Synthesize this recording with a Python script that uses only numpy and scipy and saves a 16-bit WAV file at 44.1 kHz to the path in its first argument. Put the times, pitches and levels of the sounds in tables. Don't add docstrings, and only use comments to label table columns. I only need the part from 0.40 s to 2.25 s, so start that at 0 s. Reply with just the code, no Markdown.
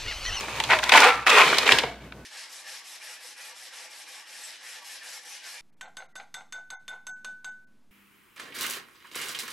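import sys
import numpy as np
from scipy import signal
from scipy.fft import rfft, irfft, next_fast_len
from scipy.io import wavfile
from scipy.ndimage import uniform_filter1d, map_coordinates

SR = 44100
rng = np.random.default_rng(int(sys.argv[2]) if len(sys.argv) > 2 else 0)


def wrap_up_sound(samples):
    columns = np.atleast_2d(samples).T
    tamed = np.clip(columns, -1, 1)
    steps = np.round(tamed * 32767).astype(np.int16)
    wavfile.write(sys.argv[1], SR, steps)


def invert_db(x):
    u = np.asarray(x, float) / 20
    return 10 ** u


N = 81585


def unit(x):
    return x / np.sqrt(np.mean(x ** 2) + 1e-20)


def shape(points):
    point_hz, point_db = np.transpose(points)
    return lambda hz: invert_db(np.interp(np.log(hz + 1), np.log(point_hz + 1), point_db))


def modes(peaks, widen=1):
    def response(f):
        total = 0
        for k, (hz, width_hz, db) in enumerate(peaks):
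            damping = 1j * f * width_hz * widen
            total = total + (-1) ** k * invert_db(db) * damping / (hz * hz - f * f + damping)
        return total
    return response


def filtered(x, response):
    size = next_fast_len(x.shape[-1] + 8192)
    spectrum = rfft(x, size) * response(np.fft.rfftfreq(size, 1 / SR))
    return irfft(spectrum, size)[..., :x.shape[-1]]


def wobble(rate_hz):
    knots = rng.standard_normal(int(N * rate_hz / SR) + 4)
    return map_coordinates(knots, [np.arange(N) * rate_hz / SR])


def slips():
    slips_per_s, scatter_db, clump_db, rubbing = 3500, 3.5, 0.6, 0.8
    hit = rng.random(N) < slips_per_s / SR
    sizes = hit * invert_db(scatter_db * rng.standard_normal(N)) * rng.choice([-1, 1], N)
    clumps = invert_db(clump_db * (wobble(70.1) + wobble(220)))
    return (unit(sizes) + rubbing * rng.standard_normal(N)) * clumps


def driven(force, response, level_db):
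    return filtered(force * invert_db(level_db), response) / np.std(filtered(force, response))


# (time [s], level [dB])
STROKE_PRESSURE = [
    [(0, -36), (.06, -40), (.13, -39.5), (.18, -37.5), (.23, -39.5), (.285, -38)],
    [(.286, -37), (.298, -27), (.306, -18.5), (.342, -24.5), (.356, -28.5), (.42, -46), (.43, -29.5),
     (.45, -34), (.519, -32)],
    [(.519, -32), (.521, -9.5), (.536, -23.5), (.545, -19), (.565, -16.5), (.58, -18), (.59, -21),
     (.605, -19), (.625, -20.5)],
    [(.62, -19), (.635, -16), (.655, -16), (.69, -18), (.7, -24.5), (.76, -32.5), (.81, -39), (.863, -46)],
    [(.861, -36), (.867, -20), (.92, -19), (.96, -17.5), (.99, -15), (1.022, -17.5), (1.03, -23),
     (1.05, -26)],
    [(1.03, -28), (1.05, -24), (1.08, -24), (1.12, -27), (1.17, -28), (1.2, -27.5), (1.25, -31),
     (1.262, -26)],
    [(1.26, -27), (1.3, -24.5), (1.35, -25.5), (1.4, -32), (1.43, -35.5), (1.47, -39.5), (1.58, -54),
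     (1.66, -57), (1.71, -62)],
]
# (pitch [Hz], width [Hz], level [dB])
WALL_MODES = [
    [(885, 82, 8), (2200, 160, 23.5), (3300, 150, -4), (6040, 550, 6)],
    [(620, 29, -10.5), (1000, 66, 2.5), (1398, 30, -2), (1920, 130, 2), (2240, 33, -13)],
    [(856, 30, 4.5), (1500, 57, 8.5), (2380, 30, -10), (2900, 33, 1)],
    [(767, 55, -1.5), (1190, 21, 6.5), (1340, 130, -2.5), (1990, 160, 0.5), (2300, 52, -14)],
    [(993, 30, -5), (1286, 58, 5.5), (1900, 340, -9), (2460, 70, 6.5), (3570, 430, -14.5)],
    [(1200, 130, -1), (1900, 270, 11.5), (2500, 120, 8), (2900, 150, 10.5), (4390, 67, 3)],
    [(900, 29, -4), (1633, 64, 8.5), (2240, 130, 6.5), (2580, 430, 4.5), (4050, 53, -29)],
]
# (fizz [dB], hollow [dB], walls over scrape [dB], fizz gain [dB per dB of pressure])
STROKE_BALANCE = [(-5.5, -10, -2.5, 0.2), (-20, -14, 5.5, -0.7), (-16, -11, -1.5, -0.67),
                  (-16, -21, 1.5, -0.1), (-12.5, -17.5, 3, -0.03), (-9.5, -10.5, 3, 0.05),
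                  (-9.5, -7.5, 3, 0.2)]
# (pitch [Hz], width [Hz], level [dB])
SLEEVE_AIR = [(207, 110, -8.5), (288, 90, -1.5), (380, 87, 0), (452.4, 66, 1)]
# (frequency [Hz], density [dB per Hz])
SCRAPE_SPECTRUM = [(250, -50), (500, -2), (900, 2), (1500, -2.5), (2500, 3), (3400, -12), (4500, -16.5),
                   (7000, -51)]
# (frequency [Hz], density [dB per Hz])
FIZZ_SPECTRUM = [(1800, -80), (3500, 3.5), (5000, -0.5), (7000, -3.5), (9000, -8), (12000, -15.5),
                 (15000, -17.5), (16000, -36)]


def strokes():
    out, t = np.zeros(N), np.arange(N) / SR
    wall_band = modes([(1550, 4500, 0)])
    air_band = modes([(353, 370, 0)])
    for rows, balance, peaks in zip(STROKE_PRESSURE, STROKE_BALANCE, WALL_MODES):
        fizz_db, hollow_db, wall_db, fizz_growth = balance
        s, db = np.transpose(rows)
        level_db = np.interp(t, s, db, -140, -140)
        force = slips()
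        wall_modes = modes(peaks, 1.7)
        air_modes = modes(SLEEVE_AIR, 1.6)
        out += driven(force, shape(SCRAPE_SPECTRUM), level_db - wall_db / 2)
        out += driven(force, lambda f: wall_modes(f) * wall_band(f) ** 2, level_db + wall_db / 2)
        out += driven(force, lambda f: air_modes(f) * air_band(f) ** 2, level_db + hollow_db)
        growth_db = fizz_growth * (level_db > -99) * (level_db - db.max())
        out += driven(force + slips(), shape(FIZZ_SPECTRUM), level_db + fizz_db + growth_db)
    return out


# (frequency [Hz], rms level [dB])
HUM_LINES = [(59.2, -52.5), (118.4, -59), (646, -64), (1497, -64), (2557, -70)]
# (frequency [Hz], density [dB per Hz])
AIR_SPECTRUM = [(15, -53), (25, -33), (36, -19), (63, -23.5), (87, -2.5), (285, -2.5), (317, -5.5),
                (800, -12.5), (16000, -41.5)]


def background():
    t = np.arange(N) / SR
    hum = np.zeros(N)
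    for hz, db in HUM_LINES:
        level_db = db + 1.1 * wobble(2.7) + hz / 600 * wobble(25)
        phase = 0.37 * wobble(2.5) + hz / 2500 * wobble(40)
        hum += np.sqrt(2) * invert_db(level_db) * np.sin(2 * np.pi * hz * t + phase)
    air_db = -49 + 1.8 * wobble(21.16)
    return invert_db(air_db) * unit(filtered(rng.standard_normal(N), shape(AIR_SPECTRUM))) + hum


# (time [s], peak [dB], pitch [Hz],
# crack over it [dB], t60 [s])
WALL_SNAPS = [(.008, -29, 2400, 7.5, 0.047), (.036, -32, 970, -18, .03), (.083, -25, 1500, -20, 0.035),
              (.169, -29.5, 2400, -9, .03), (.2012, -11, 2840, -4, 0.032), (.2381, -17.5, 3000, 4.5, 0.025),
              (.247, -22.5, 2900, -20, 0.044), (.388, -12.5, 2300, -5, 0.041),
              (.397, -20, 1200, -18, 0.022), (.432, -16, 1900, -6, 0.048), (.4382, -11.5, 3560, 0, 0.022),
              (.4936, -8, 2180, 0, 0.037), (.7932, -21.5, 1410, -24, .03), (1.128, -7.5, 1500, -24, 0.031),
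              (1.184, -5.5, 3700, 2.5, 0.031), (1.265, -12, 2630, -34, 0.071), (1.2775, -9, 2200, -5, .03),
              (1.2905, -3.5, 1900, -19, 0.026), (1.312, -11, 2400, -30, 0.1),
              (1.3208, -2.5, 2900, -3.5, 0.038), (1.37, -18.5, 2000, -8, 0.036),
              (1.386, -8, 3050, 0.5, 0.057), (1.4365, -20.5, 2800, -19, 0.031),
              (1.437, -16.5, 800, -25, 0.041), (1.637, -42, 1000, -24, .03),
              (1.7228, -26, 1960, -48, 0.018),
              (0.294, -18, 1800, -10, .02), (.301, -11, 1630, -18, 0.027), (0.306, -10, 2200, -19, 0.028),
             (0.3139, -10.5, 1770, -28, .04), (0.3332, -4, 1690, -29, 0.017),
             (0.3371, -9, 1690, -27, 0.028), (.52, -5.5, 2500, -14, .04), (.538, -1, 2300, -12, 0.024),
             (.5505, -1.5, 1000, -24, 0.035), (0.554, -10, 1500, -20, 0.017), (0.56, -6.5, 3000, -3, 0.016),
             (.569, -10, 1780, 0, 0.013), (.575, -3, 2270, -2.5, 0.048), (0.6034, -12.5, 4230, 8.5, 0.021),
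             (.629, -7, 1380, -20, .03), (.634, -11, 2340, -20, 0.04), (.643, -13, 3500, 2, 0.025),
             (.651, -11.5, 1290, -25, 0.044), (.669, -9, 1000, -22, .03), (.685, -11, 1500, -15, 0.019),
             (.704, -14, 2300, -13, 0.033), (.866, -7.5, 1420, -13, 0.023), (.871, -6.5, 2300, -7, 0.035),
             (0.896, -5.5, 2780, -4, 0.011), (.901, -9, 2970, 3.5, .02), (.953, -12, 2300, -15, 0.024),
             (.969, -11.5, 1100, -20, 0.016), (0.978, -10, 1270, -19, .02), (.993, -7, 1200, -20, .04),
             (1.008, -4, 2090, -8, 0.022), (1.015, -3.5, 2360, -26, 0.02), (1.019, -11.5, 1410, -15, 0.051)]


def snaps():
    rise_s, crack_t60_s, wall_q = 0.00028, 0.016, 1.2
    strike = 5
    dull = 2.32
    noise_db, broad_db = -9, -2
    out, t = np.zeros(N + SR), np.arange(SR // 10) / SR
    first_break = strike * (np.arange(len(t)) == 4)

    def decay(t60_s):
        return invert_db(-60 * t / t60_s) * (1 - np.exp(-t / rise_s))

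    for s, db, hz, crack_db, t60_s in WALL_SNAPS:
        rattle, rub, bright = rng.standard_normal((3, len(t)))
        wall = modes([(hz, hz / wall_q, 0)])
        ring = filtered(rattle * decay(t60_s) + first_break,
                        lambda f: wall(f) ** 2 / (1 + 1j * f / (dull * hz)) ** 3)
        broad = invert_db(broad_db) * unit(filtered(rub, shape(SCRAPE_SPECTRUM))) * decay(t60_s)
        crack = invert_db(crack_db) * unit(filtered(bright, shape(FIZZ_SPECTRUM))) * decay(crack_t60_s)
        snap = ring / np.abs(ring).max() + invert_db(noise_db) * (broad + crack)
        out[round(s * SR):][:len(t)] += invert_db(db) * snap
    return out[:N]


# (time [s], peak [dB], pitch [Hz], t60 [s])
CONTACTS = [(0.081, -29, 349, 0.047), (.12, -40.5, 114.7, 0.55), (.203, -16, 895, 0.038),
            (0.249, -37.5, 119, 0.52), (.335, -24.5, 620, 0.3), (.655, -15.5, 487, 0.23),
            (.7, -19, 1340, 0.3), (.925, -21.5, 436.4, 0.59), (.97, -15.5, 1037, 0.21),
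            (1.058, -32, 170, 0.18), (1.129, -22, 397, 0.091), (1.257, -25, 388, 0.11),
            (1.32, -14.5, 380, 0.058), (1.323, -30.5, 113, 0.19), (1.44, -23.5, 417, 0.095),
            (1.44, -33, 121, 0.16), (1.47, -33, 693, 0.31)]


def thumps():
    rise_cycles, waver_rad = 1.22, 1.07
    s, db, hz, t60_s = np.transpose(CONTACTS)[:, :, None]
    t = np.maximum(np.arange(N) / SR - s, 0)
    waver = waver_rad * np.array([wobble(70) for _ in CONTACTS])
    swell = 1 - np.exp(-t * hz / rise_cycles)
    return (np.sin(2 * np.pi * hz * t + waver) * invert_db(db - 60 * t / t60_s) * swell).sum(0)


# (frequency [Hz], t60 [s])
ROOM_T60 = [(200, 0.5), (1500, 0.22), (10000, 0.23)]


def room(x):
    hz, t, noise = signal.stft(rng.standard_normal(SR // 2), SR, nperseg=128)
    t60_hz, t60_s = np.transpose(ROOM_T60)
    fade = invert_db(-60 * t / np.interp(hz, t60_hz, t60_s)[:, None])
    tail = signal.istft(noise * fade, SR, nperseg=128)[1]
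    return signal.fftconvolve(x, tail / np.linalg.norm(tail))[:N]


def gain_control(near):
    threshold_db, slope, window_s = -24.5, 0.7, 0.058
    power = np.abs(uniform_filter1d(near ** 2, int(window_s * SR)))
    loud_db = 10 * np.log10(power + 1e-12)
    return invert_db(-slope * np.maximum(loud_db - threshold_db, 0))


# (frequency [Hz], side over mid [dB])
WIDTH = [(60, -55), (250, -34), (550, -16.5), (1650, -14), (5000, -3.5), (8000, 0.5), (15000, -3)]


def side_of(mid):
    z = signal.stft(mid, nperseg=256)[2]
    turn = np.exp(2j * np.pi * rng.random(z.shape))
    unlike = np.sqrt(2) * signal.istft(z * turn, nperseg=256)[1][:N]
    return filtered(unlike, shape(WIDTH))


def scene():
    near = strokes() + snaps() + thumps()
    near = near + invert_db(-14) * room(near)
    mid = near + gain_control(near) * background()
    side = side_of(mid)
    return np.array([mid + side, mid - side])


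def top_cut(x):
    return signal.sosfilt(signal.butter(12, 16650, fs=SR, output="sos"), x)


def record(dry):
    ceiling, top_hz = 0.95, 15600
    soft = dry / (1 + np.abs(dry / ceiling) ** 6) ** (1 / 6)
    mix = filtered(soft, lambda hz: np.clip((top_hz + 500 - hz) / 700, 0, 1) ** 2)
    return top_cut(mix)


dry = scene()
out = record(dry)
wrap_up_sound(out)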